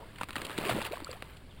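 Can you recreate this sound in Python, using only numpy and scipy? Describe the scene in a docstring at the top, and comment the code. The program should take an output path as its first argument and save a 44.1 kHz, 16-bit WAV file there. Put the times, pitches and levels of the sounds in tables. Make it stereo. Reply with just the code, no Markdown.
"""A faint outdoor rumble and a stir of water, then thin ice snaps under a boot, close below the mic.
The sheet on the puddle cracks, crunches and gives way; the plate tips under, air gulps out in
bubbles of rising pitch, water sloshes over it and loose shards clink.
Thin trickles and the rumble remain. Everything sits straight ahead, almost dry."""
import sys
import numpy as np
from scipy import signal
from scipy.io import wavfile
from scipy.ndimage import uniform_filter1d

SR = 44100
rng = np.random.default_rng(int(sys.argv[2]) if len(sys.argv) > 2 else 0)


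def store_pcm(level_fs):
    """Save levels as 16-bit WAV."""
    pcm = np.round(np.clip(level_fs, -1, 1) * 32767).astype(np.int16)
    wavfile.write(sys.argv[1], SR, np.atleast_2d(pcm).T)


N = 70560
TIME = np.arange(N) / SR


def amp(db):
    """Decibels to gain."""
    return 10 ** (np.asarray(db) / 20)


def unit(x):
    """Scales to an rms of one."""
    return x / np.sqrt(np.mean(x ** 2) + 1e-20)


def level(points):
    """Gain over time from a curve of t/s, level/dB."""
    return amp(np.interp(TIME, *np.transpose(points)))


def add(mix, s, sound):
    """Mixes a sound in at s seconds."""
    part = mix[max(round(s * SR), 0):][:len(sound)]
    part += sound[:len(part)]


def colour(x, points, size=4096):
    """Minimum-phase filter from a curve of f/Hz, level/dB."""
    hz, db = np.transpose(points)
    bin_hz = abs(np.fft.fftfreq(size, 1 / SR))
    log_gain = np.log(amp(np.interp(np.log(bin_hz + 1), np.log(hz), db)))
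    taps = np.fft.ifft(np.exp(np.conj(signal.hilbert(log_gain)))).real[:size // 2]
    return signal.fftconvolve(x, taps)[:len(x)]


def grains(spectrum, per_s, spread_db):
    """A stream of tiny random impacts of uneven strength, held at a steady rms."""
    strength = amp(spread_db * np.minimum(rng.exponential(1, N), 4))
    impacts = strength * rng.choice([-1, 1], N) * (rng.random(N) < per_s / SR)
    x = colour(impacts, spectrum)
    return x / np.sqrt(abs(uniform_filter1d(x ** 2, size=1100)) + 1e-12)


def outdoor_air():
    """Low rumble and faint hiss of the open air around the puddle."""
    # background spectrum: f/Hz, level/dB
    spectrum = [(15, 1), (35, -6), (70, 0.5), (130, -6.5), (250, -13), (600, -20.5), (1500, -39),
                (3200, -34.5), (5000, -33.5), (9000, -43), (16000, -62)]
    return amp(-51.5) * unit(colour(rng.standard_normal(N), spectrum))


def slosh():
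    """Water churns over the plate in a mass of tiny splashes."""
    # surges of the water: t/s, level/dB
    surges = [(0, -50), (.14, -65), (.34, -62.5), (.39, -46.5), (.56, -50.5), (.62, -39.5), (.7, -41),
              (.78, -41), (.82, -48), (.87, -46), (.94, -61.5), (1.0, -48), (1.05, -60.5), (1.14, -59.5),
              (1.6, -68.5)]
    # splash spectrum: f/Hz, level/dB
    spectrum = [(40, -25), (110, -2), (250, -2.5), (550, -1), (1000, -10), (2000, -25), (6000, -41.5)]
    return level(surges) * grains(spectrum, per_s=1500, spread_db=3.5)


def droplets(count=2000, low_hz=900, high_hz=14630, db_per_octave=-2.5):
    """Tiny bubbles and chips ring for a few cycles each, gliding in pitch."""
    x, t = np.zeros(N), np.arange(1500) / SR
    for when, height, glide, faintness in rng.random((count, 4)):
        octave = height * np.log2(high_hz / low_hz)
        cycles = low_hz * 2 ** octave * t
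        age = cycles / (5.35 * np.sqrt(1 + octave))  # high ones last more cycles
        bend = 1 + 0.081 * (glide - .3) * np.minimum(age, 4)
        ring = age * np.exp(-2 * age) * np.sin(2 * np.pi * cycles * bend)
        db = db_per_octave * octave - 2 * np.log(faintness + 0.023)
        add(x, when * N / SR, amp(db) * ring)
    return unit(x)


def crunch():
    """Countless small fractures and droplets as the boot sinks."""
    # crushing of the ice: t/s, level/dB
    crushing = [(0, -58), (.14, -57.5), (.19, -53), (.225, -47.5), (.26, -58.5), (.345, -52), (.39, -45),
                (.435, -47), (.48, -48.5), (.52, -43), (.56, -47), (.595, -39.5), (.625, -41.5),
                (.66, -36.5), (.71, -35.5), (.745, -41), (.8, -39), (.835, -44.5), (.865, -34.5),
                (.895, -51.5), (.94, -43), (.99, -49.5), (1.04, -53.5), (1.11, -48.5), (1.19, -56),
                (1.33, -55), (1.43, -63), (1.6, -60.5)]
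    # fracture spectrum: f/Hz, level/dB
    spectrum = [(100, -18), (400, -13.5), (800, -0.5), (1300, 2.5), (2000, 4), (3000, 3), (4500, -7.5),
                (9000, -11), (16000, -21)]
    fractures = grains(spectrum, per_s=1900, spread_db=3)
    return level(crushing) * (amp(-5) * fractures + amp(-4.5) * droplets())


def bubbles(attack=0.33, decay=1.87, roughness=0.37):
    """Pockets of trapped air ring and climb in pitch as they near the surface."""
    # air pockets: t/s, level/dB, start f/Hz, rise/(octaves per s), length/s
    pockets = [(0.022, -45, 838, 13.6, 0.023), (0.659, -31.5, 386, 3.1, 0.034),
               (0.708, -31.5, 112, 7.4, 0.045), (0.745, -27.5, 190, 27.6, .02), (.762, -25, 328, 4, 0.01),
               (.772, -31.5, 180, 12.6, 0.028), (.774, -42, 420, 25, 0.0032), (0.783, -26.5, 539, 4, .011),
               (.814, -37.5, 748, 27, 0.014), (.909, -35.5, 330, 45, 0.028), (.932, -45, 632, 9.4, 0.031),
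               (0.932, -27, 565, 36, 0.011), (0.971, -31.5, 900, 98, 0.0047), (1.021, -36, 292, 5.5, 0.011),
               (1.069, -35, 1290, 11, 0.0088), (1.091, -35, 510, 2, 0.0072), (1.094, -42, 476, 3, 0.033),
               (1.135, -39, 510, 8, 0.0064), (1.139, -49, 559, 20, .055), (1.2245, -36.5, 530, 3, 0.0051)]
    x, t = np.zeros(N), np.arange(8000) / SR
    for s, db, start_hz, rise, length_s in pockets:
        age = t / length_s
        swell = np.sin(np.pi / 2 * np.minimum(age / attack, 1)) * np.exp(-decay * age ** 2)
        wobble = 1 + roughness * unit(uniform_filter1d(rng.standard_normal(len(t)), size=90))
        hz = start_hz * 2 ** (rise * np.minimum(t, 2 * length_s))
        add(x, s, amp(db) * swell * wobble * np.sin(2 * np.pi * np.cumsum(hz) / SR))
    return x


def crack(hz, splinter_s, width_hz=1500, knock_hz=301, knock_s=0.0018, size=2048):
    """A snap and splinters flex the sheet; the deeper the crack, the more the water under it knocks."""
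    t = np.arange(size) / SR
    age = t / splinter_s
    noise = rng.standard_normal(size)
    splinters = noise * abs(noise) * (1 - np.exp(-age / 0.32)) * np.exp(-age)
    band = signal.iirpeak(hz, max(hz / width_hz, .5), SR)
    share = amp(6) * splinter_s / .002  # a brief crack is one clean snap
    snap = unit(signal.lfilter(*band, t == 0)) + share * unit(signal.lfilter(*band, splinters))
    snap = signal.lfilter(*signal.butter(1, 2.26 * hz, fs=SR), snap)  # deep cracks open more slowly
    knock = unit(np.sin(2 * np.pi * knock_hz * t) * np.exp(-t / knock_s))
    knock_gain = amp(-14.5) * 1500 / hz
    return (unit(snap) + knock_gain * knock) * np.sqrt(SR / 1000 / size)  # energy referred to 1 ms


def ice_sheet(ring_t60_s=0.025, patches=5):
    """Cracks run through the sheet, which rings briefly after each."""
    # cracks: t/s, level/dB, f/Hz, splintering time/s
    cracks = [(.158, -44, 2860, 0.0034), (0.1844, -37.5, 2160, 0.0031), (0.212, -28, 1180, 0.0012),
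              (0.2142, -28.5, 1500, 0.0011), (0.2171, -33.5, 1160, 0.00033), (0.2335, -27.5, 1430, 0.00045),
              (0.234, -32, 2000, 0.0014), (.24, -39, 3000, 0.00085), (0.2872, -38.5, 2470, 0.00078),
              (0.29, -35, 1320, 0.0044), (0.3071, -32, 2230, 0.00046), (0.3294, -37.5, 2400, 0.0028),
              (0.3569, -27, 1990, 0.00078), (.359, -31, 1210, 0.00051), (0.3639, -26, 2570, 0.001),
              (0.367, -29.5, 1460, 0.0019), (0.3823, -34, 2760, 0.00096), (0.4171, -28, 1980, 0.002),
              (0.449, -27, 3100, 0.0038), (0.4677, -34.5, 3350, 0.00071), (0.4962, -34, 1490, 0.0018),
              (0.506, -35, 2180, 0.00062), (0.5793, -25, 2980, 0.0024), (.5854, -29.5, 3500, 0.0019),
              (0.5859, -30.5, 750, .0008), (0.6521, -28.5, 1680, 0.0014), (0.6943, -21.5, 1380, 0.0022),
              (.698, -27, 2380, 0.0026), (0.701, -28, 2450, 0.0022), (0.7098, -23.5, 1280, 0.0034),
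              (0.7214, -30, 2140, 0.0015), (0.7251, -30, 1330, 0.0007), (0.815, -27, 2700, 0.0042),
              (0.826, -33, 3570, 0.00062), (0.851, -27, 2690, 0.0012), (0.9221, -35, 3300, 0.0012),
              (1.0035, -37, 1400, 0.0013), (1.1291, -36, 2570, 0.0024), (1.224, -30.5, 1940, 0.00035),
              (1.3687, -44.5, 3080, 0.0043)]
    # tone of the cracks: f/Hz, level/dB
    crack_tone = [(60, -1), (200, 8.5), (550, 2), (1300, 3.5), (2100, -0.5), (5000, -2), (9000, 4.5),
                  (16000, 4)]
    # tone of the ringing plate: f/Hz, level/dB
    plate_tone = [(60, -6.5), (200, -0.5), (500, 5), (1500, -4.5), (4000, -4.5), (16000, -0.5)]
    snaps, ring = np.zeros((2, N))
    for s, db, hz, splinter_s in cracks:
        add(snaps, s, amp(db) * crack(hz, splinter_s))
    snaps = amp(-1) * colour(snaps, crack_tone)
    patch = np.arange(N) // 300 % patches  # patches take turns, each with its own ring
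    for k in range(patches):
        tail = rng.standard_normal(N) * amp(-60 * TIME / ring_t60_s)
        ring += signal.fftconvolve(snaps * (patch == k), tail / np.linalg.norm(tail))[:N]
    return snaps + amp(-5.5) * colour(ring, plate_tone)


def shards(attack_s=0.0001):
    """Loose pieces touch with a short, high ring."""
    # clinks: t/s, level/dB
    clinks = [(1.0462, -26), (1.1138, -30.5), (1.1155, -34), (1.3705, -46)]
    # modes of a shard: f/Hz, level/dB, t60/s
    modes = [(4500, -3.5, .008), (4720, -10, 0.0085), (7400, -3, 0.0064)]
    x, t = np.zeros(N), np.arange(2048) / SR
    ring = sum(amp(db - 60 * t / t60) * np.sin(2 * np.pi * hz * t) for hz, db, t60 in modes)
    for s, db in clinks:
        add(x, s, amp(db) * ring * (1 - np.exp(-t / attack_s)))
    return x


def trickles(width_hz=490):
    """Films of water hiss in narrow, gliding bands."""
    # thin chirps of water: t/s, level/dB, start f/Hz, end f/Hz, length/s
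    chirps = [(1.494, -61.5, 3740, 2670, 0.045), (1.561, -63.5, 2820, 3700, 0.038)]
    x = np.zeros(N)
    lowpass = signal.butter(2, width_hz / 2, fs=SR, output="sos")
    for s, db, start_hz, end_hz, length_s in chirps:
        age = np.clip((TIME - s) / length_s, 0, 1)
        phase = 2 * np.pi * np.cumsum(start_hz + (end_hz - start_hz) * age) / SR
        a, b = signal.sosfilt(lowpass, rng.standard_normal((2, N)))
        hiss = unit(a * np.cos(phase) + b * np.sin(phase))
        x += amp(db) * np.sin(np.pi * age) * hiss
    return x


def scene():
    """The puddle close up and dead centre, with barely any reflection from the sides."""
    # faint scattered reflections, left against right: f/Hz, level/dB
    scatter = [(1800, -91), (4500, -68), (16000, -18)]
    mid = outdoor_air() + slosh() + crunch() + bubbles() + ice_sheet() + shards() + trickles()
    echoes = rng.standard_normal(200)
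    side = colour(signal.fftconvolve(mid, echoes / np.linalg.norm(echoes))[:N], scatter)
    return np.array([mid + side, mid - side])


def record(dry, edge_hz=16000):
    """A stereo microphone with a bright top end, a trace of self-noise and a band limit."""
    # microphone response: f/Hz, level/dB
    response = [(3500, 0.5), (4600, 0.5), (5500, -9.5), (6400, -11.5), (7600, 0), (10000, 5), (12000, -2.5),
                (14000, 8), (16000, 10)]
    # self-noise spectrum of each channel: f/Hz, level/dB
    self_noise = [(25, 35), (100, 12), (400, 7.5), (2000, -16), (4000, 4), (16000, -2)]
    x = np.array([colour(channel, response) + amp(-79) * colour(rng.standard_normal(N), self_noise)
                  for channel in dry])
    band_limit = signal.firwin(401, edge_hz, window=("kaiser", 8), fs=SR)
    return signal.oaconvolve(x, band_limit[None], "same", axes=1)


dry = scene()
out = record(dry)
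store_pcm(out)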